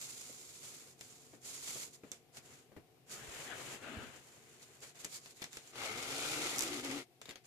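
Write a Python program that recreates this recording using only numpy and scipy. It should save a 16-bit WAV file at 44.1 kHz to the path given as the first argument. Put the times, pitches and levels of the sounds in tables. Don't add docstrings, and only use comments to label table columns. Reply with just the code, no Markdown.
import sys
import numpy as np
from scipy import signal
from scipy.fft import rfft, irfft, next_fast_len
from scipy.io import wavfile
from scipy.ndimage import uniform_filter1d

SR = 44100
rng = np.random.default_rng(int(sys.argv[2]) if len(sys.argv) > 2 else 0)


def output_pcm(signal):
    pcm = np.clip(np.atleast_2d(signal).T, -1, 1) * 32767
    wavfile.write(sys.argv[1], SR, np.round(pcm).astype(np.int16))


N = 328986
TIME_S = np.arange(N) / SR

# t/s, tooth-pair rate/Hz
SLIDER_SPEED = [(5.74, 88), (5.9, 102), (5.98, 123.3), (6.1, 136.6), (6.28, 150), (6.37, 145), (6.44, 162),
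                (6.49, 158.6), (6.555, 133.9), (6.63, 161), (6.7, 155.1), (6.76, 142.3), (6.81, 118.7),
                (6.86, 145.9), (6.9, 128.8), (6.96, 141), (7.02, 118.2)]
# t/s, length/s, level change/dB
SLIDER_DRAGS = [(5.86, 0.084, 1.8), (5.984, 0.24, -3), (6.253, 0.087, 1), (6.43, 0.06, 1.5),
                (6.819, 0.024, -8)]
# f/Hz, level/dB
RASP_SPECTRUM = [(200, -22), (410, -3.5), (540, -6.5), (750, -2), (1020, -9.5), (1350, -3.5), (1720, -10),
                 (2170, -4), (2800, -5), (3400, -9), (5000, -13), (9000, -32)]
# f/Hz, level/dB
TAPE_SPECTRUM = [(2000, -8), (3600, 1.5), (5500, -1.5), (7100, 2), (8300, -3), (11000, -7), (14500, -15.5)]
# t/s, main f/Hz, level/dB
HOLLOW_TRACK = [(5.78, 2050, -8), (5.9, 2150, 4), (6.12, 2170, -7), (6.3, 2420, -1), (6.48, 2060, -1.5),
                (6.7, 2000, -6), (7.0, 2065, -4)]
# f/main f, width/Hz, level/dB
HOLLOW_MODES = [(0.295, 90, -21), (0.6, 220, -2.5), (1, 200, 3)]
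# f/Hz, width/Hz, taut level/dB, slack level/dB
PANEL_MODES = [(123, 90, -66.5, -67), (276, 128, -61, -56), (354, 74, -62, -57), (426, 125, -62, -69.5)]
# t/s, level/dB
BUZZ_LEVELS = [(6.22, -76), (6.39, -47), (6.48, -54), (6.57, -60), (6.65, -44), (6.7, -52), (6.76, -44.5),
               (6.83, -50.5), (6.96, -48)]
# t/s, level/dB, main f/Hz
STOP_HITS = [(7.256, -45, 3800), (7.292, -41.5, 3750), (7.2995, -48, 3630), (7.309, -43.5, 3350),
             (7.357, -44, 3270)]
# f/Hz, level/dB
STOP_MODES = [(2080, -12), (4450, -8.5), (6900, -4.5)]
# t/s, level/dB, body offset/dB, ring offset/dB, left minus right/dB
CLICKS = [(1.01, -39, -13, -7, 2.5), (2.1171, -35, -11.5, -2, -3), (2.370, -45.5, -5.5, 0, -2),
          (4.805, -52, -16, -6, -4), (4.955, -56, -8, -4, -2), (5.0462, -36.5, -12.5, -6, 15),
          (5.05, -37, -11, -9, -2), (5.259, -53, 0, -2, 1), (5.4195, -40, -3, -3, -5),
          (5.4265, -42, -9, -6, 8), (5.4415, -38, -7, -13, 0), (5.53, -45.5, -7, -6, -4),
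          (5.5703, -38, -8, -1, 0.5), (6.561, -34, -17, -4, 6), (6.5839, -30, -27, -4, -15),
          (6.5918, -28, -28, -10, 23), (6.6075, -27.5, -12.5, -8, -6), (6.622, -25, -26, -2, 0),
          (6.634, -30, -14.5, -8, -1), (6.8481, -35.5, -7, -6, -1), (6.9135, -39.5, -4, -2, -4),
          (7.2153, -43, -7, 10, 1)]
# f/Hz, level/dB, t60/s
PULL_RING_MODES = [(3900, -22, 0.086), (4730, -12, 0.025), (6900, -8, 0.08), (7550, 2, 0.061),
                   (8030, -20, 0.025)]
# f/Hz, level/dB, t60/s
SLIDER_MODES = [(2010, -8, 0.084), (2300, -8, 0.09), (3530, 4, 0.051), (4300, 2, 0.04)]
# f/Hz, level/dB
TICK_SPECTRUM = [(1500, -58), (3500, -28), (5000, -3), (7300, 3), (8500, -2), (10500, -5.5), (15000, -16)]
# f/Hz, level/dB
CLACK_SPECTRUM = [(150, -3), (400, 0), (1000, -6.5), (1400, -4.5), (2300, -1.5), (4200, -5.5), (6500, -8),
                  (10000, -27)]
# start/s, length/s, swish/dB, rub/dB, swell/(dB/s)
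JACKET_SHIFTS = [(0.0, 0.67, -50, -91, -15), (0.62, 0.27, -54.5, -66.5, -22),
                 (0.993, 0.36, -59.5, -72.5, -23), (1.432, 0.42, -54, -69.5, 3),
                 (2.436, 0.16, -64, -65.5, -20), (3.084, 0.38, -60, -58, 18), (3.477, 0.075, -59, -51, -25),
                 (3.563, 0.18, -52.5, -49.5, -14), (3.805, 0.22, -63, -52.5, -4),
                 (4.04, 0.12, -63.5, -57.5, -20), (4.128, 0.66, -67, -68.5, -2)]
# t/s, swish/dB, rub/dB, length/s
FINGER_STROKES = [(1.526, -58.5, -75, 0.11), (1.689, -52, -84, 0.085), (1.809, -56, -80, 0.12),
                  (1.946, -62, -90, 0.028), (2.083, -71, -69.5, 0.09), (2.369, -58.5, -62, 0.056),
                  (3.129, -52.5, -79, 0.044), (4.626, -63.5, -92, 0.013), (4.831, -55, -55.5, 0.026),
                  (4.89, -61, -64, 0.056), (4.965, -62.5, -60.5, 0.032), (5.007, -57, -65, 0.035),
                  (5.042, -58, -57, 0.023), (5.152, -51.5, -65.5, 0.083), (5.287, -61.5, -68.5, 0.13),
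                  (5.368, -63.5, -73, 0.029), (5.417, -60.5, -58.5, 0.044), (5.551, -57.5, -60.5, 0.069),
                  (5.682, -64.5, -67, 0.16), (7.3, -64, -57, 0.043), (7.46, -63, -65, 0.029)]
# f/Hz, level/dB
SWISH_SPECTRUM = [(400, -10), (900, -12), (1350, -8.5), (1750, -11.5), (2200, -4.5), (2800, -7.5),
                  (4300, -3.5), (5700, -3.5), (7100, 3.5), (8300, -3), (10500, -7), (14500, -14.5)]
# f/Hz, level/dB
RUB_SPECTRUM = [(150, -1), (255, 2.5), (380, 6.5), (550, 4.5), (780, 2), (1020, 1), (1450, 3), (1950, 3.5),
                (2300, 3), (3000, 2), (4300, -7.5), (8000, -39)]
# f/Hz, level/dB
FLAP_SPECTRUM = [(50, -13), (90, -1), (140, 6), (190, -11.5), (245, 3.5), (320, -5.5), (450, 3.5),
                 (650, -14), (1100, -12), (2500, -27.5)]
# t/s, length/s, level/dB, ring f/Hz
FOLD_SCRAPES = [(3.19, 0.14, -61.5, 1530), (3.509, 0.09, -51.5, 1504), (3.94, 0.26, -55, 1410)]
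# f/ring f, width/Hz, level/dB
FOLD_MODES = [(0.44, 300, -5.5), (1, 340, 0.5), (1.92, 500, -7.5)]
# t/s, level/dB
SOFT_KNOCKS = [(0.295, -53), (1.333, -49.5), (1.755, -48), (2.035, -47.5), (2.718, -54), (2.764, -45),
               (4.369, -59), (5.054, -53.5), (7.283, -50)]
# f/Hz, level/dB
KNOCK_SPECTRUM = [(40, -11), (90, -2), (300, 2), (500, -0.5), (900, -12.5), (2200, -15), (4000, -26),
                  (9000, -31.5)]
# t/s, level/dB
CASE_BUMPS = [(2.765, -55), (3.28, -57), (3.969, -38)]
# f/Hz, level/dB
AIR_SPECTRUM = [(30, -50.5), (132, 2.5), (176, -5), (281, -18.5), (374, 4.5), (415, -31), (735, -2.5),
                (978, -28.5), (2190, -14.5), (7060, -23.5), (15000, -24)]
# left delay/ms, right delay/ms, level/dB
REFLECTIONS = [(4.1, 5.7, -26.5), (7.2, 9, -25), (13.6, 14.9, -16.5)]
# f/Hz, correlation
PORT_CORRELATION = [(60, -0.97), (130, 0.9), (290, 0.85), (640, 0.6), (1400, 0.12), (3000, -0.19),
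                    (6000, 0.0023)]
# f/Hz, left minus right/dB
PORT_BALANCE = [(60, 0), (150, 5.5), (400, 2.5), (800, 4.5), (1500, 8), (3000, 9), (4300, 5), (5500, -0.5),
                (7000, -13), (8500, -1.5), (11000, 1), (15000, 1.5)]


def zip_run(scrape_s=0.0074, snap_db=-5):
    rasp_gain, hiss_gain, moving = pull()
    pair_hz = np.interp(TIME_S, *np.transpose(SLIDER_SPEED)) * (1 + 0.03 * drift(45))
    pairs = np.cumsum(pair_hz) / SR
    snaps = tooth_snaps(pairs)
    snap_tails = signal.lfilter([1], [1, -np.exp(-1 / (scrape_s * SR))], snaps)
    pressure = unit_rms(np.sqrt(snap_tails + 1e-9))
    scrape = unit_rms(pressure * friction(slips_per_s=11000, spread_db=2) + undb(snap_db) * snaps)
    rasp = room(rasp_gain * scrape, wet_db=2, lag_ms=0.13, t60_s=0.061)
    rasp = undb(2.5) * colour(rasp, RASP_SPECTRUM)
    cavity = hollow(rasp)
    hiss = hiss_gain * pressure * friction(slips_per_s=14000, spread_db=3.5)
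    tape = undb(0.04) * colour(room(hiss, wet_db=8, lag_ms=0.18, t60_s=0.064), TAPE_SPECTRUM)
    panel = moving * (panel_drum(snaps) + panel_buzz(pairs))
    return rasp + cavity + tape + direct(panel, lag_ms=0.1)


def pull(start_s=5.752, stop_s=7.012, nearest_s=6.31, gap_m=0.21, tooth_pitch_m=0.0035):
    fade_db_per_s, cruise_hz = 3.5, 140
    pair_hz = np.interp(TIME_S, *np.transpose(SLIDER_SPEED))
    moving = ease(start_s, 0.097) * (1 - ease(stop_s, 0.077))
    travel_m = tooth_pitch_m * np.cumsum(pair_hz) / SR
    nearness = gap_m / np.hypot(gap_m, travel_m - np.interp(nearest_s, TIME_S, travel_m))
    drag_db = sum(db * hump(t_s, length_s) for t_s, length_s, db in SLIDER_DRAGS)
    rasp = undb(-47.5 - fade_db_per_s * (TIME_S - start_s) + drag_db)
    hiss = undb(-44 + drag_db) * nearness * (pair_hz / cruise_hz) ** 0.14
    return moving * rasp, moving * hiss, moving


def tooth_snaps(pairs, jitter=0.075, scatter_db=2.5, weak_row_db=-12):
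    tooth = np.arange(1, int(2 * pairs[-1]) - 1)
    late, size = rng.standard_normal((len(tooth), 2)).T
    at = np.searchsorted(pairs, (tooth + jitter * late) / 2)
    pulses = np.zeros(N)
    pulses[np.minimum(at, N - 1)] = undb(scatter_db * size + weak_row_db * (tooth % 2))
    return unit_rms(pulses)


def hollow(rasp):
    t_s, track_hz, track_db = np.transpose(HOLLOW_TRACK)
    main_hz = np.interp(TIME_S, t_s, track_hz) * (1 + 0.03 * drift(25))
    level_db = np.interp(TIME_S, t_s, track_db)
    return sum(undb(level_db + db) * resonance(rasp, ratio * main_hz, width_hz)
               for ratio, width_hz, db in HOLLOW_MODES)


def panel_drum(snaps, waist_s=6.57, crossing_s=0.2):
    push = snaps * (1 + 0.43 * drift(50)) + rng.standard_normal(N)
    slack = ease(waist_s, crossing_s)
    return sum(undb(taut_db + (slack_db - taut_db) * slack) * cloth_mode(push, hz, width_hz)
               for hz, width_hz, taut_db, slack_db in PANEL_MODES)


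def panel_buzz(pairs, flicker_db=2.5):
    level_db = np.interp(TIME_S, *np.transpose(BUZZ_LEVELS)) + flicker_db * drift(40)
    return undb(level_db) * np.sin(2 * np.pi * 2 * pairs)


def bottom_stop(main_db=-3, ring_t60_s=0.025, scatter=0.04):
    t = TIME_S[:SR // 8]
    metal = np.zeros(N)
    for t_s, hit_db, main_hz in STOP_HITS:
        modes = [(main_hz, main_db)]
        modes += [(hz * (1 + scatter * rng.standard_normal()), db) for hz, db in STOP_MODES]
        tone = sum(undb(db) * np.sin(2 * np.pi * (hz * t + rng.random())) for hz, db in modes)
        tone *= decay(t, ring_t60_s)
        start = int(t_s * SR)
        metal[start:start + len(t)] += undb(hit_db) * tone[:N - start]
    times_s, levels_db, _ = np.transpose(STOP_HITS)
    contact = room(bursts(times_s, levels_db, t60_s=0.017), wet_db=1.5, lag_ms=0.1, t60_s=0.15)
    clack = undb(11.5) * colour(contact, CLACK_SPECTRUM)
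    tick = undb(3) * colour(contact, TICK_SPECTRUM)
    return direct(metal, lag_ms=0) + clack + tick


def clicks():
    t_s, db, body_db, ring_db, pan_db = np.transpose(CLICKS)
    contact = room(bursts(t_s, db, t60_s=0.0068), wet_db=-5, lag_ms=0.16, t60_s=0.21)
    tick = undb(13) * colour(contact, TICK_SPECTRUM)
    pull_ring = undb(2.5) * ringing(t_s, db + ring_db, PULL_RING_MODES)
    slider = undb(19.5) * ringing(t_s, db + body_db, SLIDER_MODES)
    body = room(bursts(t_s, db + body_db, t60_s=0.02), wet_db=-1, lag_ms=0.2, t60_s=0.2)
    clack = undb(17.5) * colour(body, CLACK_SPECTRUM)
    left_db = np.interp(TIME_S, t_s, pan_db) / 2
    return (tick + pull_ring + slider + clack) * undb([left_db, -left_db])


def cloth(weave_hz=4200, weave_width_hz=770, settle_db_per_s=1.06):
    finger_swish, finger_rub = finger_strokes()
    shell_swish, shell_rub = jacket_shifts()
    swish = (shell_swish + finger_swish) * friction(slips_per_s=16000, spread_db=2.5)
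    rub = (shell_rub + finger_rub) * friction(slips_per_s=12000, spread_db=2)
    stir = undb(-65.5 - settle_db_per_s * TIME_S) + undb(-11) * shell_rub
    flap = stir * friction(slips_per_s=3800, spread_db=2.5)
    grip = undb(drift(45))
    swish = room(swish * grip, wet_db=9.5, lag_ms=0.18, t60_s=0.034)
    nylon = undb(3.5) * colour(swish, SWISH_SPECTRUM)
    pressed = finger_swish / (shell_swish + finger_swish + 1e-9)
    weave = undb(-4) * pressed * resonance(nylon, weave_hz * (1 + 0.13 * drift(12)), weave_width_hz)
    rub = room(rub * grip, wet_db=8, lag_ms=0.03, t60_s=0.13)
    coarse = undb([[1.8], [-0.2]]) * colour(rub, RUB_SPECTRUM)
    flap = room(flap * undb(drift(17)), wet_db=3.5, lag_ms=0.05, t60_s=0.075)
    folds = undb(-0.5) * colour(flap, FLAP_SPECTRUM)
    return nylon + weave + coarse + folds


def finger_strokes(release_s=0.015):
    swish, rub = np.zeros((2, N))
    for t_s, swish_db, rub_db, length_s in FINGER_STROKES:
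        release = np.exp(-np.maximum(TIME_S - t_s - length_s / 5, 0) / release_s)
        shape = ease(t_s - length_s / 2, length_s) * release
        swish += undb(swish_db) * shape
        rub += undb(rub_db) * shape
    return swish, rub


def jacket_shifts(rise_s=0.077, release_s=0.038):
    swish, rub = np.zeros((2, N))
    for start_s, length_s, swish_db, rub_db, swell_db_per_s in JACKET_SHIFTS:
        swell = undb(swell_db_per_s * np.clip(TIME_S - start_s, 0, length_s))
        release = np.exp(-np.maximum(TIME_S - start_s - length_s, 0) / release_s)
        shape = ease(start_s, rise_s) * swell * release
        swish = np.hypot(swish, undb(swish_db) * shape)
        rub = np.hypot(rub, undb(rub_db) * shape)
    return swish, rub


def fold_scrapes(wander=0.061):
    force = sum(undb(db) * hump(t_s, length_s) for t_s, length_s, db, _ in FOLD_SCRAPES)
    slips = force * undb(2.2 * drift(60)) * friction(slips_per_s=2500, spread_db=1.5)
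    slips = room(slips, wet_db=1.5, lag_ms=0, t60_s=0.084)
    times_s, _, _, ring_hz = np.transpose(FOLD_SCRAPES)
    pitch_hz = np.interp(TIME_S, times_s, ring_hz) * (1 + wander * drift(22))
    return sum(undb(db) * cloth_mode(slips, ratio * pitch_hz, width_hz)
               for ratio, width_hz, db in FOLD_MODES)


def panel_billow():
    swell = undb(-55.5) * hump(centre_s=3.95, length_s=0.2)
    flutter = cloth_mode(rng.standard_normal(N), hz=251, width_hz=81)
    return direct(swell * flutter, lag_ms=0.05)


def knocks(boom_hz=56, boom_t60_s=0.3):
    soft = room(bursts(*np.transpose(SOFT_KNOCKS), t60_s=0.039), wet_db=4, lag_ms=0.05, t60_s=0.14)
    t_s, db = np.transpose(CASE_BUMPS)
    bumps = room(bursts(t_s, db, t60_s=0.058), wet_db=-12, lag_ms=0.03, t60_s=0.76)
    thud = undb(17.5) * colour(bumps, [(20, -25), (55, -1), (100, 3), (190, -20), (800, -54)])
    boom = undb(14) * ringing(t_s, db, [(boom_hz, 0, boom_t60_s)])
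    return undb(13.5) * colour(soft, KNOCK_SPECTRUM) + undb([[-7], [0]]) * (boom + thud)


def room_air():
    return undb(-69) * colour(diffuse(), AIR_SPECTRUM)


def friction(slips_per_s, spread_db):
    slips = (rng.random(N) < slips_per_s / SR) * rng.standard_normal(N)
    size_db = spread_db * np.minimum(rng.exponential(size=N), 2 * np.pi)
    return unit_rms(slips * undb(size_db))


def bursts(times_s, levels_db, t60_s):
    out = np.zeros(N)
    t = TIME_S[:SR // 8]
    for t_s, db in zip(times_s, levels_db):
        burst = rng.standard_normal(len(t)) * decay(t, t60_s)
        burst *= np.sqrt(t60_s * SR / np.log(1000) / 20) / np.linalg.norm(burst)
        start = int(t_s * SR)
        out[start:start + len(t)] += undb(db) * burst[:N - start]
    return out


def ringing(times_s, levels_db, modes):
    blows = np.zeros(N)
    blows[(times_s * SR).astype(int)] = undb(levels_db)
    t = TIME_S[:SR // 8]
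    tone = sum(undb(db) * np.sin(2 * np.pi * hz * t) * decay(t, t60_s) for hz, db, t60_s in modes)
    drive = room(blows, wet_db=-8.5, lag_ms=0.12, t60_s=0.17)
    return signal.oaconvolve(drive, tone[None] / np.linalg.norm(tone), axes=1)[:, :N]


def cloth_mode(push, hz, width_hz):
    return np.sqrt(SR / width_hz) * resonance(resonance(push, hz, width_hz), hz, width_hz)


def resonance(x, hz, width_hz):
    turn = np.exp(2j * np.pi * np.cumsum(hz * np.ones(N)) / SR)
    pole = np.exp(-np.pi * width_hz / SR)
    return 2 * np.real(turn * signal.lfilter([1 - pole], [1, -pole], x * turn.conj()))


def colour(x, spectrum, size=4096):
    cepstrum = irfft(np.log(undb(log_interp(spectrum, np.fft.rfftfreq(size, 1 / SR)))))
    cepstrum[1:size // 2] *= 2
    cepstrum[size // 2 + 1:] = 0
    response = irfft(np.exp(rfft(cepstrum)))
    return signal.oaconvolve(x, response[None] / np.linalg.norm(response), axes=1)[:, :N]


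def room(x, wet_db, lag_ms, t60_s):
    pole = np.exp(-2 * np.log(1000) / (t60_s * SR))
    energy = signal.lfilter([1 - pole], [1, -pole], x ** 2 + 1e-18)
    wash = undb(wet_db) * np.sqrt(energy) * diffuse()
    return (direct(x, lag_ms) + wash) / np.sqrt(1 + undb(2 * wet_db))


def direct(x, lag_ms):
    return np.array([np.roll(x, round(lag_ms * SR / 1000)), x])


def diffuse():
    size = next_fast_len(N, real=True)
    mid, side = rfft(rng.standard_normal((2, size)))
    correlation = np.clip(log_interp(PORT_CORRELATION, np.fft.rfftfreq(size, 1 / SR)), -1, 1)
    mid *= np.sqrt((1 + correlation) / 2)
    side *= np.sqrt((1 - correlation) / 2)
    return irfft([mid + side, mid - side], size)[:, :N]


def drift(rate_hz):
    hold = int(SR / rate_hz)
    steps = np.repeat(rng.standard_normal(N // hold + 1), hold)
    return unit_rms(uniform_filter1d(steps, hold)[:N])


def ease(centre_s, length_s):
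    return 0.5 + 0.5 * np.sin(np.pi * np.clip((TIME_S - centre_s) / length_s, -0.5, 0.5))


def hump(centre_s, length_s):
    return np.exp(-(2 * (TIME_S - centre_s) / length_s) ** 2)


def decay(t_s, t60_s):
    return np.exp(-np.log(1000) * t_s / t60_s)


def log_interp(points, hz):
    points_hz, values = np.transpose(points)
    return np.interp(np.log(hz + 1), np.log(points_hz), values)


def unit_rms(x):
    return x / np.sqrt(np.mean(x ** 2))


def undb(db):
    return 10 ** (np.asarray(db) / 20)


def scene():
    near = cloth() + fold_scrapes() + panel_billow() + zip_run() + clicks() + bottom_stop() + knocks()
    out = near + room_air()
    for left_ms, right_ms, db in REFLECTIONS:
        for port, delay_ms in enumerate((left_ms, right_ms)):
            out[port] += undb(db) * np.pad(near[port], (round(delay_ms * SR / 1000), 0))[:N]
    return out


def record(dry):
    top_hz = 14750
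    left_db = log_interp(PORT_BALANCE, np.fft.rfftfreq(N, 1 / SR)) / 2
    gains = undb([left_db, -left_db])
    heard = irfft(rfft(dry) * gains / np.sqrt(np.mean(gains ** 2, axis=0)), N)
    return signal.sosfilt(signal.ellip(10, 0.2, 80, top_hz, fs=SR, output="sos"), heard)


dry = scene()
out = record(dry)
output_pcm(out)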